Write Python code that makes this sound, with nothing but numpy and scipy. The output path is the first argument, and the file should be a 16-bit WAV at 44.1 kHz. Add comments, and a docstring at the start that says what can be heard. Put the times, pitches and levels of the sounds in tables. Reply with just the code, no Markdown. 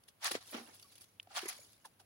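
"""Packing wet mix into a post base

Gloved hands pack wet, gritty mix from a plastic bucket into a steel post base on a paved patio.
Two handfuls go in with a fizzing squelch that rings the steel, while trapped air spits and plops.
Between them the hand digs in the bucket, bumps its wall and rubs through the grit. Textures are clouds
of tiny grains, air pockets are short falling tones, and a faint low hum lies under the outdoor air."""
import sys
import numpy as np
from scipy import signal
from scipy.fft import rfft, irfft
from scipy.io import wavfile

SR = 44100
rng = np.random.default_rng(int(sys.argv[2]) if len(sys.argv) > 2 else 0)


def store_wav(level_fs):
    """Save 16-bit WAV to argv[1]."""
    pcm = np.round(np.clip(np.atleast_2d(level_fs), -1, 1) * 32767)
    wavfile.write(sys.argv[1], SR, pcm.T.astype(np.int16))


N = 90404
TIME = np.arange(N) / SR

# Stereo image, narrow in the bass and wide on top: (frequency [Hz], left-right correlation [0-1])
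STEREO_IMAGE = [(100, 0.89), (330, 0.62), (700, 0.26), (1400, 0.0076)]
# Tone of the outdoor air bed: (frequency [Hz], relative level [dB])
AIR_EQ = [(25, -18), (100, -0.5), (1200, -11), (3000, -15), (8300, -24.5), (10700, -12.5), (13300, -25),
          (15500, -17)]
# Dull tone of loose, wet mush: (frequency [Hz], relative level [dB])
MUSH_EQ = [(88, -58), (150, -13), (254, -7), (1330, -11.5), (5850, -22), (8150, -36), (9900, -41),
           (15800, -34.5)]
# The hand digs into the bucket: (peak time [s], level [dB], rise [s], fall [s])
DIGS = [(.533, -47, 0.0031, 0.022), (.55, -41.5, 0.012, 0.012), (.582, -47.5, 0.024, 0.037),
        (.695, -58.5, 0.022, 0.031)]
# The bucket wall booms: (time [s], level [dB])
WALL_BUMPS = [(.532, -39.5), (.592, -44.5)]
# Bright, scratchy tone of sand: (frequency [Hz], relative level [dB])
GRIT_EQ = [(900, -8), (1500, -7.5), (2800, -11.5), (4700, -1.5), (8200, -9), (10700, 2.5), (13300, -17),
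           (15300, -9.5)]
# Fader ride for sand rubbing on the glove: (time [s], relative level [dB])
RUB_FADER = [(0.3, -77), (0.44, -68.5), (0.51, -57), (0.66, -64.5), (0.76, -70.5), (0.88, -69.5),
             (1.03, -71.5), (1.08, -77), (1.3, -95), (1.5, -59.5), (1.64, -64.5), (1.75, -73), (1.95, -84)]
# Short crunches of grit: (peak time [s], level [dB], fall [s])
CRUNCHES = [(0.038, -63, 0.0034), (0.0865, -55, 0.0083), (0.32, -40, .014), (0.482, -55, 0.018),
            (0.751, -56.5, 0.023), (0.799, -54.5, 0.0056), (.829, -53, 0.0055), (0.958, -57, 0.0055),
            (0.982, -57, 0.0048), (1.018, -55.5, 0.014), (1.043, -59, 0.0047), (1.23, -58.5, 0.0028),
            (1.733, -61, 0.0035), (1.857, -54, .012), (0.924, -60.5, 0.013), (2.004, -60, .011)]
# Thin, hissy tone of escaping air: (frequency [Hz], relative level [dB])
SPIT_EQ = [(3500, -25), (6800, -3.5), (8300, -23), (10600, 0.5), (13500, -21), (15300, -23)]
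# Air spits out of the wet mix: (peak time [s], level [dB], half length [s])
SPITS = [(.2445, -30.5, 0.0006), (1.459, -49.5, .0036), (1.487, -37, 0.0034), (1.495, -39.5, 0.0047)]
# Larger beads of wet mix burst with a ping: (time [s], level [dB], pitch [Hz])
BEAD_PINGS = [(.824, -48, 4580), (1.007, -55, 4620), (1.595, -53, 6820), (1.627, -49.5, 6760)]
# Wet channels whistle under the squeeze: (peak time [s], level [dB], pitch [Hz])
GURGLES = [(0.355, -48, 2060), (1.464, -50.5, 2010), (1.493, -51.5, 2020)]
# The glove peels off the mix: (time [s], level [dB], starting pitch [Hz], 60 dB decay [s])
SQUISHES = [(1.301, -48.5, 902, 0.12), (1.363, -33, 1030, 0.023), (1.466, -37, 1060, 0.028),
            (1.8454, -41.5, 1028, 0.066), (1.996, -52, 904, 0.071)]
# Air pockets pop: (time [s], level [dB], starting pitch [Hz], 60 dB decay [s])
PLOPS = [(0.309, -33, 507, 0.025), (0.313, -36, 362, .044), (0.3514, -17, 448, 0.012),
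         (.358, -39, 276, 0.026), (.542, -33, 273, 0.033), (.844, -54.5, 1170, .07),
         (1.271, -44.5, 735, 0.025), (1.429, -33, 366, 0.042), (1.453, -31.5, 388, 0.035),
         (1.589, -45, 586, 0.022)]
# Resonances of the steel post base: (frequency [Hz], bandwidth [Hz], gain [dB])
POST_MODES = [(1157, 75, -6), (1306, 6.7, -9), (1850, 11, -11), (3320, 91, -5), (4288, 5.7, 1)]
# Fizzy tone of squeezed mix: (frequency [Hz], relative level [dB])
SQUELCH_EQ = [(180, -43), (300, -19.5), (411, -25.5), (723, -0.5), (974, -3.5), (1250, -3.5), (1890, -1.5),
              (2680, -5), (4630, -2), (8410, -15), (10400, -8.5), (13200, -26.5), (15800, -15)]
# Each shove squeezes the mix: (peak time [s], level [dB], rise [s], fall [s])
SHOVES = [(.227, -45, 0.0014, 0.018), (.268, -32.5, 0.022, 0.02), (.319, -36.5, 0.0053, 0.0052),
          (.355, -40.5, 0.013, 0.015), (.416, -56.5, 0.0074, 0.032), (1.332, -56.5, 0.02, 0.035),
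          (1.377, -35, 0.015, 0.018), (1.425, -47, 0.013, 0.053), (1.491, -44, 0.0079, 0.036)]

MUSH_GRAINS = dict(eq=MUSH_EQ, per_s=7000, spread_db=0)
SQUELCH_GRAINS = dict(eq=SQUELCH_EQ, per_s=16000, spread_db=2)


def from_db(db):
    """Decibels to gain."""
    return 10 ** (np.asarray(db) / 20)


def rms_one(x):
    """Scale to an rms of 1."""
    return x / np.sqrt(np.mean(x ** 2) + 1e-20)


def at_hz(points, hz):
    """Read a curve on a log-frequency axis."""
    frequencies, values = np.transpose(points)
    return np.interp(np.log(hz + 1), np.log(frequencies), values)


def fader(curve):
    """Gain ride through (time [s], level [dB]) points; silent outside them."""
    times, db = np.transpose(curve)
    return from_db(np.interp(TIME, times, db, left=-140, right=-140))


def swells(rows):
    """Envelope of brief bell-shaped swells, summed in power."""
    return np.sqrt(sum(from_db(2 * db) * np.exp(-((TIME - s) / half) ** 2) for s, db, half in rows))


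def strokes(rows):
    """Envelope of hand strokes that swell smoothly and die away, summed in power."""
    power = np.zeros(N)
    for s, db, rise, fall in rows:
        age = TIME - s
        power += from_db(2 * db) * np.exp(-np.where(age < 0, (age / rise) ** 2, 2 * age / fall))
    return np.sqrt(power)


def decay(start, t60):
    """Envelope with a soft attack, slower for longer rings, and an exponential tail."""
    progress = np.maximum(TIME - start, 0) / t60
    attack = 1 - np.exp(-(progress / 0.088) ** 2)
    return attack * np.exp(-np.log(1000) * np.minimum(progress, 10))


def wander(hz):
    """Smooth random modulation up to about this rate; rms 1."""
    return rms_one(signal.sosfilt(signal.butter(2, hz, fs=SR, output="sos"), rng.standard_normal(N)))


def resonance(x, hz, width_hz):
    """A two-pole band-pass with unity gain at its peak."""
    radius = np.exp(-np.pi * width_hz / SR)
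    feedforward = np.array([1, 0, -1]) * (1 - radius ** 2) / 2
    feedback = [1, -2 * radius * np.cos(2 * np.pi * hz / SR), radius ** 2]
    return signal.lfilter(feedforward, feedback, x + 1e-18)


def ring(start, hz, t60, sag_per_s=0):
    """A dying tone; with sag, its pitch sinks as its cavity opens."""
    age = np.maximum(TIME - start, 0)
    pitch = (age > 0) * hz / (1 + sag_per_s * age)
    return decay(start, t60) * np.sin(2 * np.pi * np.cumsum(pitch) / SR)


def colour(pair, eq):
    """EQ two unrelated signals and blend them as mid and side into the stereo image; rms 1."""
    hz = np.arange(N // 2 + 1) * SR / N
    mid, side = rfft(pair) * from_db(at_hz(eq, hz))
    alike = np.clip(at_hz(STEREO_IMAGE, hz), -1, 1)
    return rms_one(irfft(np.sqrt(1 + alike) * mid + np.sqrt(1 - alike) * side * [[1], [-1]], N))


def grains(eq, per_s, spread_db):
    """A dense stereo cloud of tiny bursts of uneven size; rms 1."""
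    onsets = rng.random(N) < per_s / SR
    sizes = from_db(spread_db * np.minimum(rng.exponential(1, N), 4))
    return colour(onsets * sizes * rng.standard_normal((2, N)), eq)


def clumps(x, bands=18, depth_db=2.6, rate_hz=55):
    """Lumps of wet sand make each narrow band swell and fade on its own; rms 1."""
    hz = np.arange(N // 2 + 1) * SR / N
    position = at_hz([(500, 0), (12000, bands - 1)], hz)
    spectrum = rfft(x)
    layers = (irfft(spectrum * np.maximum(1 - np.abs(position - k), 0), N) for k in range(bands))
    return rms_one(sum(layer * from_db(depth_db * wander(rate_hz)) for layer in layers))


def outdoors(hum_hz=100.1, width_hz=13.7):
    """The bed: quiet air and a distant, wavering hum."""
    hum = resonance(rng.standard_normal(N), hum_hz, width_hz)
    hum = rms_one(resonance(hum, hum_hz, width_hz))
    air = colour(rng.standard_normal((2, N)), AIR_EQ)
    return from_db(-71) * air + from_db(-79.5) * hum


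def patio(x):
    """Short, dull reflections scatter off the paving and the lattice fence."""
    scatter = colour(rng.standard_normal((2, N)), eq=[(100, 0), (6400, 0), (16000, -8)])
    impulse = rms_one(scatter * decay(start=0.011, t60=0.063)) / np.sqrt(N)
    return from_db(-24) * signal.fftconvolve(x, impulse, axes=1)[:, :N]


def bubbles(voices=24, low_hz=2090, high_hz=7200, per_s=240, t60=0.04):
    """Fine bubbles ping at random wherever the wet grit is rubbed."""
    pops = (rng.random(N) < per_s / SR) * rng.standard_normal((2, N))
    voice = rng.integers(0, voices, N)
    rubbing = fader(RUB_FADER)
    pitches = np.geomspace(low_hz, high_hz, voices) * rng.normal(1, 0.02, voices)
    width_hz = np.log(1000) / np.pi / t60
    pings = sum(resonance(pops * rubbing * (voice == k), hz, width_hz) for k, hz in enumerate(pitches))
    return from_db(-4) * np.sqrt(np.mean(rubbing ** 2)) * rms_one(pings)


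def beads():
    """Larger wet beads burst, each with a high, steady ping."""
    return sum(from_db(db) * ring(s, hz, t60=0.046) for s, db, hz in BEAD_PINGS)


def grit():
    """Sand rubs unevenly on the glove; stones crunch and ring as they grind."""
    rubbing = fader(RUB_FADER) * from_db(2.8 + 1.6 * wander(hz=66.6))
    sand = clumps(grains(GRIT_EQ, per_s=11000, spread_db=0.5))
    crunching = strokes([(s, db, 0.55 * fall, fall) for s, db, fall in CRUNCHES])
    stones = sum(resonance(sand * crunching, hz, width_hz=255) for hz in (2780, 3345))
    return sand * np.hypot(rubbing, crunching) + from_db(5) * stones


def tick(time_s=1.1992, hz=2997, width_s=0.00038):
    """One sharp accent: a chirp of only a few cycles with a thin, gritty snap."""
    age = TIME - time_s
    chirp = np.exp(-0.5 * (age / width_s) ** 2) * np.cos(2 * np.pi * hz * age)
    snap = rms_one(resonance(grains(**SQUELCH_GRAINS), hz, width_hz=hz / 2))
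    return from_db(-30.5) * chirp + from_db(-39.5) * snap * decay(time_s - width_s, t60=0.015)


def bucket():
    """The hand digs into the mush, a little to the right, and bumps a boom from the plastic wall."""
    pan = from_db([[-1.5], [1.5]])
    mush = clumps(grains(**MUSH_GRAINS)) * strokes(DIGS)
    booms = sum(from_db(db) * ring(s, hz=232.2, t60=0.16) for s, db in WALL_BUMPS)
    return pan * mush + booms


def spits():
    """Air escapes the wet mix in tiny, bright bursts."""
    return grains(SPIT_EQ, per_s=20000, spread_db=1.5) * swells(SPITS)


def gurgles(half_length_s=0.006):
    """Air forced through wet channels gives short, breathy whistles."""
    whistles = np.zeros((2, N))
    for s, db, hz in GURGLES:
        breath = rms_one(resonance(rng.standard_normal((2, N)), hz, width_hz=120))
        whistles += breath * swells([(s, db, half_length_s)])
    return whistles


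def squishes(sag_per_s=11.17, overtone_ratio=1.7, wobble_s=0.00012, roughness=0.55):
    """Two rough, falling cavity tones as the glove peels away; the upper one dies first."""
    tones = np.zeros(N)
    for s, db, hz, t60 in SQUISHES:
        lower = ring(s, hz, t60, sag_per_s)
        upper = ring(s, hz * overtone_ratio, t60 / overtone_ratio, sag_per_s)
        tones += from_db(db) * (lower + from_db(-2.5) * upper)
    sides = []
    for _ in range(2):   # left and right each get their own pitch and level flutter
        wobbled = np.interp(TIME + wobble_s * wander(hz=145), TIME, tones)
        sides.append(wobbled * (1 + roughness * wander(hz=211)))
    return np.array(sides)


def plops():
    """Each air pocket pops with a short, sinking note and throws a little splash."""
    splash = from_db(-8) * grains(**MUSH_GRAINS)
    return sum(from_db(db) * (ring(s, hz, t60, sag_per_s=2.5) + splash * decay(s, t60))
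               for s, db, hz, t60 in PLOPS)


def squelch():
    """The lead sound: wet mix fizzes under each shove and sets the steel post base ringing."""
    fizz = clumps(grains(**SQUELCH_GRAINS)) * strokes(SHOVES)
    steel = sum(from_db(db) * resonance(fizz, hz, width) for hz, width, db in POST_MODES)
    return fizz + steel


def scene(low_cut_hz=225):
    """The mixdown: close handwork, too small to radiate bass, with its reflections over the air bed."""
    work = squelch() + gurgles() + bucket() + grit() + spits()
    work += bubbles() + plops() + beads() + squishes()
    work = signal.sosfilt(signal.butter(4, low_cut_hz, "high", fs=SR, output="sos"), work)
    return work + patio(work) + tick() + outdoors()


def record(dry):
    """A steep high cut takes off the very top."""
    high_cut_hz = 15850
    return signal.sosfilt(signal.ellip(12, 0.2, 80, high_cut_hz, fs=SR, output="sos"), dry)


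dry = scene()
out = record(dry)
store_wav(out)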